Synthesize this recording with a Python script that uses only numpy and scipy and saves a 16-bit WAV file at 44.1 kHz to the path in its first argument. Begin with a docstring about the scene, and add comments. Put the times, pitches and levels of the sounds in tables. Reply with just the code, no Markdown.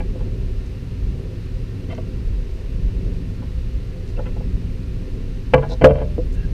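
"""Wood knocks, slides, then drops flat with an overloading crack and rattle, over rumble and hiss.
A slatted wooden box is picked up, turned and set down on a chipboard workbench in a shed, and a hand pats it;
a small block is nudged before that. Blows and slips drive damped modes of the wood; short noise bursts make
clacks and thuds, shaped noise makes the rubs, the lumpy rumble and the hiss, and the shed adds a dull tail."""
import sys
import numpy as np
from scipy import signal
from scipy.fft import rfft, irfft, next_fast_len
from scipy.io import wavfile
from scipy.ndimage import uniform_filter1d

SR = 44100
rng = np.random.default_rng(int(sys.argv[2]) if len(sys.argv) > 2 else 0)


def put_to_file(sound):
    """Save the sound as 16-bit audio at rate SR, in the file named by the first command-line argument."""
    columns = np.atleast_2d(sound).T  # one column per channel
    safe = np.clip(columns, -1, 1)
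    whole_steps = np.round(safe * 32767)
    wavfile.write(sys.argv[1], SR, whole_steps.astype(np.int16))


N = 287973


def box(clack_db=2.0, clack_growth=0.35, spread_db=3.5, detune=0.0061, held_ring_db=2.5, flat_ring_db=-3):
    """Knocks ring box and bench, make the bench thud and the slats clack; lying flat damps the slats."""
    # knocks of box on bench: t/s, box level/dB, bench level/dB, contact brightness f/Hz
    knocks = [(0.002, -28, -45, 2600), (0.153, -33, -44, 650), (0.204, -37, -43, 1300),
              (3.423, -39.5, -51, 1400), (4.175, -25.5, -42, 500), (4.1895, -20.5, -27, 596),
              (4.364, -32.5, -35, 1100), (4.404, -25, -32, 450), (5.536, -3, -18, 2590),
              (5.54, -9.5, -26, 3500), (5.544, -26, -4, 3300), (5.579, -13.5, -17, 950),
              (5.8129, -18.5, -17.5, 2200), (5.819, -17, -10.5, 2330), (5.8385, -10, -0.5, 490),
              (5.8422, 7, 5, 1880), (5.8485, -13, -8, 4370), (5.8595, -2.5, -6.5, 600),
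              (5.886, -24, -26, 4000), (5.8972, -23, -13.5, 900), (5.9071, -12, -9, 2200),
              (5.9548, -22.5, -21.5, 3000), (5.9835, -24.5, -36, 2830), (6.002, -31, -26, 2020),
              (6.016, -22.5, -20.5, 1670)]
    # box dragged over the bench: middle t/s, length/s, level/dB, brightness f/Hz
    slides = [(0.205, 0.034, -44, 1000), (3.428, 0.04, -47.5, 1100), (4.19, 0.039, -49, 700),
              (4.267, 0.05, -42.5, 2180), (5.638, 0.038, -29.5, 1000), (5.715, 0.068, -33, 330),
              (5.895, 0.036, -39, 2600), (6.005, 0.083, -41.5, 1800), (6.42, .2, -61, 2540)]
    # ringing modes of the box, lowest first: f/Hz, level/dB, decay t60/s
    box_modes = [(506, -3, 0.11), (570, -11.5, 0.14), (648.5, -14, 0.098), (742, -16, 0.12),
                 (832, -14.5, 0.07), (871, -17, 0.09), (969, -23.5, 0.12), (992, -17, 0.074),
                 (1126, -23.5, 0.16), (1250, -24, 0.099), (1420, -20, .07), (1463, -18, 0.049),
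                 (1540, -15, 0.035), (1640, -24, 0.11), (1746, -20, 0.03), (2052, -17.5, 0.055),
                 (2145, -20, 0.045), (2330, -16.5, 0.045), (2465, -20.5, 0.03), (2665, -14.5, 0.032),
                 (2780, -17.5, 0.03), (2960, -20.5, 0.058), (3120, -13, 0.031), (3550, -35, 0.037),
                 (4350, -24, 0.037), (4900, -25, 0.025), (5850, -28.5, 0.027)]
    # ringing modes of the bench top: f/Hz, level/dB, decay t60/s
    bench_modes = [(69.4, -13, 0.98), (94, -17, 0.33), (136.7, -7.5, 0.33), (153.4, -18, 0.65),
                   (245, -20, 0.056), (285.8, -17, 0.15), (376, -21, 0.071), (449.5, -5, 0.26),
                   (604, -6, 0.065), (667, -13.5, 0.21), (748, -21, 0.085)]
    # lying flat, the box couples to the bench and its lowest mode splits in three: f/Hz, level/dB, decay t60/s
    flat_modes = [(445, -16, 0.2), (523, -1, 0.12), (588.5, -5.5, 0.26)]
    lies_flat_s = 5.83

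    on_slats, on_bench, held, flat = np.zeros((4, N))
    blows = []
    for s, box_db, bench_db, hz in knocks:
        force = contact(hz)
        add(held if s < lies_flat_s else flat, s, from_db(box_db) * force)
        add(on_bench, s, from_db(bench_db) * force)
        blows.append((s, box_db, hz))
    blows += chatter()

    slat_blows = []
    for s, db, hz in blows:
        # the clack grows faster than the blow, up to 0 dB
        growth_db = clack_growth * min(db, 0)
        add(on_slats, s, from_db(db + clack_db + growth_db) * clack(contact(hz)))
        ring_db = held_ring_db if s < lies_flat_s else flat_ring_db
        slat_blows.append((s, db + ring_db, hz))
    slats = struck(slat_blows, box_modes[1:], spread_db, detune)

    panel = ring(held, box_modes[:1])
    for mode in flat_modes:
        panel = panel + rocking(ring(flat, [mode]))
    # broad boards are slow to get moving
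    boards = lowpass(panel + ring(on_bench, bench_modes), hz=1500)
    return boards + slats + on_slats + bench_thud(on_bench) + slap() + drags(slides, box_modes)


def chatter(count=16):
    """While the box settles, its loose slats tick at uneven moments, on the whole ever more weakly."""
    start_s, length_s, brightness_hz = 5.866, 0.17, 2240
    start_db, loss_db_per_s, spread_db = -30, 71.5, 9
    late = rng.random(count)
    size = rng.uniform(-1, 1, count)
    after = (np.arange(count) + late) / count * length_s
    levels = start_db - loss_db_per_s * after + spread_db * size
    return [(start_s + t, db, brightness_hz) for t, db in zip(after, levels)]


def struck(rows, modes, spread_db, detune):
    """Each blow meets another spot and grip, so it weights and tunes the modes its own way."""
    out = np.zeros(N)
    for s, db, hz in rows:
        weights, shifts = rng.standard_normal((2, len(modes)))
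        own = []
        for (f, level, t60), weight, shift in zip(modes, weights, shifts):
            own.append((f * (1 + detune * shift), level + spread_db * weight, t60))
        force = from_db(db) * np.pad(contact(hz), (0, SR // 4))
        # neighbouring modes swing opposite ways
        add(out, s, ring(force, own[1::2]) - ring(force, own[::2]))
    return out


def rocking(x, sway_s=0.00025, rate_hz=44.85):
    """The box rocks as it settles: its ring runs early or late, so the pitch wavers."""
    at = np.arange(N)
    return np.interp(at + sway_s * SR * drift(rate_hz), at, x)


def bench_thud(force):
    """The bench top's heavily damped low modes answer a blow with a short thud."""
    return from_db(14) * clack(force, decay_s=0.003, low_hz=166, high_hz=396)


def slap():
    """One short, bright crack as the flat face meets the bench."""
    out = np.zeros(N)
    crack = clack(np.ones(1), decay_s=0.0012, low_hz=2600, high_hz=5400)
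    add(out, 5.8432, from_db(-2) * crack)
    return out


def hand_pats():
    """A hand pats the box and presses on it, so it rings with modes of its own."""
    # pats: t/s, level/dB, contact brightness f/Hz
    pats = [(6.181, -18.5, 590), (6.1875, -10, 338)]
    # modes of the box pressed under the hand: f/Hz, level/dB, decay t60/s
    pressed_modes = [(339, -15, 0.098), (499, 2.5, 0.11), (555, -13, .05), (646, -8.5, 0.082),
                     (950, -19, 0.053)]
    return taps(pats, pressed_modes)


def small_block():
    """A light block is pushed a little way and tipped down, ringing its own modes."""
    # block set down: t/s, level/dB, contact brightness f/Hz
    touches = [(1.950, -43, 5000), (1.979, -40, 5000), (1.984, -29, 1100)]
    # block pushed along: middle t/s, length/s, level/dB, brightness f/Hz
    pushes = [(1.907, 0.04, -40, 2900), (1.929, .03, -39, 2400)]
    # ringing modes of the block: f/Hz, level/dB, decay t60/s
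    block_modes = [(504, 1.5, 0.074), (640, 3, 0.063), (685, -12, 0.06), (930, -8, 0.04), (1143, -13, 0.07),
                   (1410, -12, .035), (1530, -12, 0.03), (2010, -12, .03), (2106, -3, 0.035),
                   (2640, -8, .03), (3070, -7, 0.057)]
    return taps(touches, block_modes) + drags(pushes, block_modes, slips_per_s=890, spread_db=0)


def rubs(grain_db=3, grain_hz=220):
    """Light friction hisses in one resonance, unevenly."""
    # dry rubbing of fingers and wood grain: middle t/s, length/s, level/dB, centre f/Hz, width/Hz
    strokes = [(0.67, 0.034, -62, 4900, 4000), (1.925, 0.06, -58, 3200, 3000),
               (1.951, 0.008, -55, 6000, 900), (4.094, 0.08, -60, 3800, 3900),
               (6.34, 0.043, -59, 5700, 7900), (4.172, 0.019, -50, 2680, 200),
               (4.266, 0.032, -54, 2650, 220), (4.193, 0.024, -47, 1410, 150),
               (4.268, 0.036, -52, 1400, 150), (5.724, .06, -45, 3900, 520), (5.72, 0.09, -52, 4900, 2400),
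               (6.415, 0.18, -54, 1630, 110), (6.42, 0.16, -58, 2720, 180)]
    out = np.zeros(N)
    for s, length, db, hz, width in strokes:
        push = stroke(length)
        friction, grain = rng.standard_normal((2, len(push)))
        uneven = friction * from_db(grain_db * rms_one(lowpass(grain, grain_hz)))
        add(out, s - length / 2, from_db(db) * rms_one(narrow(uneven, hz, width) * push))
    return out


def shed(x):
    """A few near reflections, then a dull, diffuse tail from the cluttered wooden walls."""
    # first reflections from bench top and near walls: delay t/s, level/dB
    echoes = [(.00591, -12), (.00981, -20.5), (.01571, -24), (0.0234, -32)]
    t60_s, tail_db, wall_hz, thinned_below_hz = 0.32, -22, 3420, 370
    t = np.arange(SR // 2) / SR
    decay = np.exp(-np.log(1000) * t / t60_s)
    tail = lowpass(rng.standard_normal(len(t)), wall_hz) * decay * (t > echoes[0][0])
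    tail = tail / np.sqrt(np.sum(tail ** 2) * SR / (2 * wall_hz))
    # the diffuse tail is thinned below this frequency
    response = from_db(tail_db) * highpass(tail, thinned_below_hz)
    for delay, db in echoes:
        response += from_db(db) * lowpass(signal.unit_impulse(len(t), round(delay * SR)), wall_hz)
    return signal.fftconvolve(x, response)[:N]


def rumble(deep_db=0, body_db=0.34, mid_db=-2.0, upper_db=-1.0, deep_lumps_db=1.7, lumps_hz=16):
    """Noise in four low registers swells separately; the deepest has quick random lumps on top."""
    # swells of the four registers, before the trims above: t/s, level/dB
    deep_swell = [(0.0, -20.5), (0.28, -24), (0.5, -21), (0.8, -33), (1.08, -21), (1.3, -29.5), (1.6, -24),
                  (1.74, -35), (2.33, -20), (2.65, -25), (2.8, -19), (3.42, -29), (3.6, -22.5),
                  (4.05, -27.5), (4.3, -22), (5.25, -26.5), (5.98, -21), (6.53, -22)]
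    body_swell = [(0.0, -31.5), (0.35, -27.5), (0.62, -33), (1.05, -28), (1.28, -31), (1.85, -29),
                  (2.35, -31.5), (2.6, -37.5), (2.76, -28), (3.9, -32), (4.5, -29.5), (5.4, -32),
                  (6.5, -30)]
    mid_swell = [(0.0, -33), (0.3, -33), (0.72, -38), (1.1, -35.5), (1.54, -38.5), (2.02, -32.5),
                 (2.6, -41.5), (2.98, -32.0), (3.4, -33), (3.6, -40.0), (3.78, -37), (4.06, -42),
                 (4.22, -34), (4.46, -31.5), (4.84, -34.5), (5.48, -35.5), (6.28, -35.5), (6.52, -31.5)]
    upper_swell = [(0.0, -38.5), (0.4, -39.0), (0.86, -47), (1.24, -38), (1.42, -44), (2.02, -40),
                   (2.36, -44), (2.48, -41.0), (2.78, -45), (3.08, -36.5), (3.22, -43.5), (3.56, -47.5),
                   (4.16, -40.5), (4.56, -42.0), (4.7, -46), (5.16, -40.0), (5.48, -46.0), (6.52, -40.5)]
    # colours of the four registers, as relative density: f/Hz, level/dB per Hz
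    deep_colour = [(12, -33), (22, -4), (32, -0.5), (62, -5.5), (78, -15.5), (105, -37)]
    body_colour = [(55, -48), (78, -3), (100, 0.5), (125, -5), (150, -14), (175, -10), (200, -23),
                   (260, -32.5)]
    mid_colour = [(140, -11.5), (160, 2.5), (176, 8.5), (202, -7.5), (232, 1.5), (255, 1), (285, -1.5),
                  (320, -16), (360, -35)]
    upper_colour = [(270, -24.5), (325, -6.5), (375, 3), (400, -0.5), (420, -4), (470, -5), (515, -10),
                    (560, -14.5), (660, -17.5), (900, -56)]

    lumps = deep_lumps_db * drift(lumps_hz)
    deep = from_db(in_time(deep_swell) + deep_db + lumps) * evened(noise(deep_colour), span_s=0.1)
    body = from_db(in_time(body_swell) + body_db) * evened(noise(body_colour), span_s=0.15)
    mid = from_db(in_time(mid_swell) + mid_db) * evened(noise(mid_colour), span_s=0.14)
    upper = from_db(in_time(upper_swell) + upper_db) * evened(noise(upper_colour), span_s=0.11)
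    return deep + body + mid + upper


def hiss(hiss_db=-48.5, whine_width_hz=14):
    """Steady coloured noise with a few thin, wavering whines: white noise in narrow resonances."""
    # colour of the hiss, as relative density: f/Hz, level/dB per Hz
    hiss_colour = [(200, 10), (600, -3.5), (1000, -1), (1400, -4), (1850, -2), (2250, -3), (2750, -0.5),
                   (3200, -7), (4100, -5.5), (6200, -13), (7200, -18), (8500, -18.5), (11000, -22.5),
                   (15000, -26)]
    # faint whines in the hiss: f/Hz, level/dB
    whine_tones = [(515, -54), (775, -72.5), (1373, -70.5), (1814, -69), (8479, -84.5)]
    white = rng.standard_normal(N)
    out = from_db(hiss_db) * noise(hiss_colour)
    for hz, db in whine_tones:
        out += from_db(db) * rms_one(narrow(white, hz, whine_width_hz))
    return out


def contact(hz, crunch_db=-27, crunch_s=0.0015, crunch_hz=1400):
    """Force of one blow: a click and a fine crunch of fibres, both duller when the touch is soft."""
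    t = np.arange(SR // 20) / SR
    crunch = rng.standard_normal(len(t)) * np.exp(-t / crunch_s)
    force = from_db(crunch_db) * highpass(crunch, crunch_hz)
    force[0] += 1
    return lowpass(force, hz)


def ring(force, modes):
    """A force sets damped sines ringing, all starting together."""
    out = 0
    for hz, db, t60 in modes:
        r = np.exp(-np.log(1000) / (t60 * SR))
        w = 2 * np.pi * hz / SR
        mode = signal.lfilter([0, np.sin(w)], [1, -2 * r * np.cos(w), r * r], force + 1e-18)
        out = out + from_db(db) * mode
    return out


def clack(force, decay_s=0.0044, low_hz=250, high_hz=3300):
    """Many heavily damped modes of the wood blur into one short burst."""
    t = np.arange(SR // 20) / SR
    band = signal.butter(2, [low_hz, min(high_hz, SR / 3)], "band", fs=SR, output="sos")
    burst = signal.sosfilt(np.vstack([band, band]), rng.standard_normal(len(t)) * np.exp(-t / decay_s))
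    return signal.fftconvolve(force, burst / np.sqrt(np.sum(burst ** 2)))[:N]


def taps(rows, modes):
    """Light blows on one set of modes."""
    force = np.zeros(N)
    for s, db, hz in rows:
        add(force, s, from_db(db) * contact(hz))
    return ring(force, modes)


def drags(rows, modes, slips_per_s=2500, spread_db=3.0, low_hz=700):
    """Tiny slips on the grain, filtered by each row's brightness, ring the modes; dull drags judder near 500 Hz."""
    out = np.zeros(N)
    for s, length, db, hz in rows:
        push = stroke(length)
        count = len(push)
        happens = rng.random(count) < slips_per_s / SR
        sizes = rng.standard_normal(count) * from_db(spread_db * rng.standard_normal(count))
        slips = np.pad(happens * sizes * push, (0, SR // 5))   # room for the ring to die away
        sound = ring(highpass(lowpass(slips, hz), low_hz), modes)
        add(out, s - length / 2, from_db(db) * sound / np.sqrt(np.sum(sound ** 2) / count + 1e-20))
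    return out


def stroke(length):
    """Smooth rise and fall of a short hand movement."""
    return np.sin(np.linspace(0, np.pi, max(int(length * SR), 8)))


def noise(spectrum):
    """Steady noise of the given colour, rms 1."""
    hz, level = np.transpose(spectrum)
    size = next_fast_len(N)
    bins = np.maximum(np.arange(size // 2 + 1) * SR / size, 1)
    gain = from_db(np.interp(np.log(bins), np.log(hz), level))
    gain = gain * (bins > hz[0] / 2) * (bins < hz[-1] * 2)
    return rms_one(irfft(rfft(rng.standard_normal(size)) * gain, size)[:N])


def evened(x, span_s):
    """Take the slow swells out of a noise."""
    return x / np.sqrt(uniform_filter1d(x ** 2, max(int(span_s * SR), 2)) + 1e-6)


def drift(rate_hz):
    """Random wandering between new values at the given rate, rms 1."""
    steps = rng.standard_normal(400)
    at = np.arange(N) / SR * rate_hz
    return rms_one(np.interp(at, np.arange(len(steps)), steps))


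def narrow(x, hz, width):
    """A resonance applied twice, for steep skirts."""
    r = np.exp(-np.pi * width / SR)
    section = [1 - r, 0, r - 1, 1, -2 * r * np.cos(2 * np.pi * hz / SR), r * r]
    return signal.sosfilt([section, section], x)


def lowpass(x, hz):
    """Two-pole low-pass."""
    return signal.sosfilt(signal.butter(2, min(hz, SR / 2 - 1000), fs=SR, output="sos"), x + 1e-18)


def highpass(x, hz):
    """Two-pole high-pass."""
    return signal.sosfilt(signal.butter(2, hz, "high", fs=SR, output="sos"), x)


def from_db(db):
    """Decibels to gain."""
    return 10 ** (np.asarray(db) / 20)


def rms_one(x):
    """Scale to rms 1."""
    return x / np.sqrt(np.mean(x ** 2) + 1e-20)


def in_time(rows):
    """A level curve, joined by straight lines, at every sample."""
    s, level = np.transpose(rows)
    return np.interp(np.arange(N) / SR, s, level)


def add(track, s, sound):
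    """Mix a sound into a track from time s on."""
    start = int(np.clip(round(s * SR), 0, N - 1))
    track[start:start + len(sound)] += sound[:N - start]


def scene():
    """Wood in the shed, over rumble and hiss."""
    # the wood sounds lose what lies below about 30 Hz
    wood = highpass(box() + hand_pats() + small_block() + rubs(), hz=30.5)
    return (wood + shed(wood) + rumble() + hiss())[None]


def record(dry, threshold_db=-1, share=0.2, release_db_per_s=13, attack_s=0.0055, cutoff_hz=15400):
    """Gain control ducks after loud peaks, too late to stop them clipping; the top is cut."""
    t = np.arange(N) / SR
    level_db = 20 * np.log10(np.abs(dry[0]) + 1e-9)
    over = np.maximum(level_db - threshold_db, 0) * share
    # hold each peak and let it fall at a steady rate
    held = np.maximum.accumulate(over + release_db_per_s * t) - release_db_per_s * t
    r = np.exp(-1 / (attack_s * SR))
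    duck_db = signal.lfilter([1 - r], [1, -r], held)
    clipped = np.clip(dry * from_db(-duck_db), -1, 1)
    return signal.sosfilt(signal.ellip(10, 0.1, 90, cutoff_hz, fs=SR, output="sos"), clipped)


dry = scene()
out = record(dry)
put_to_file(out)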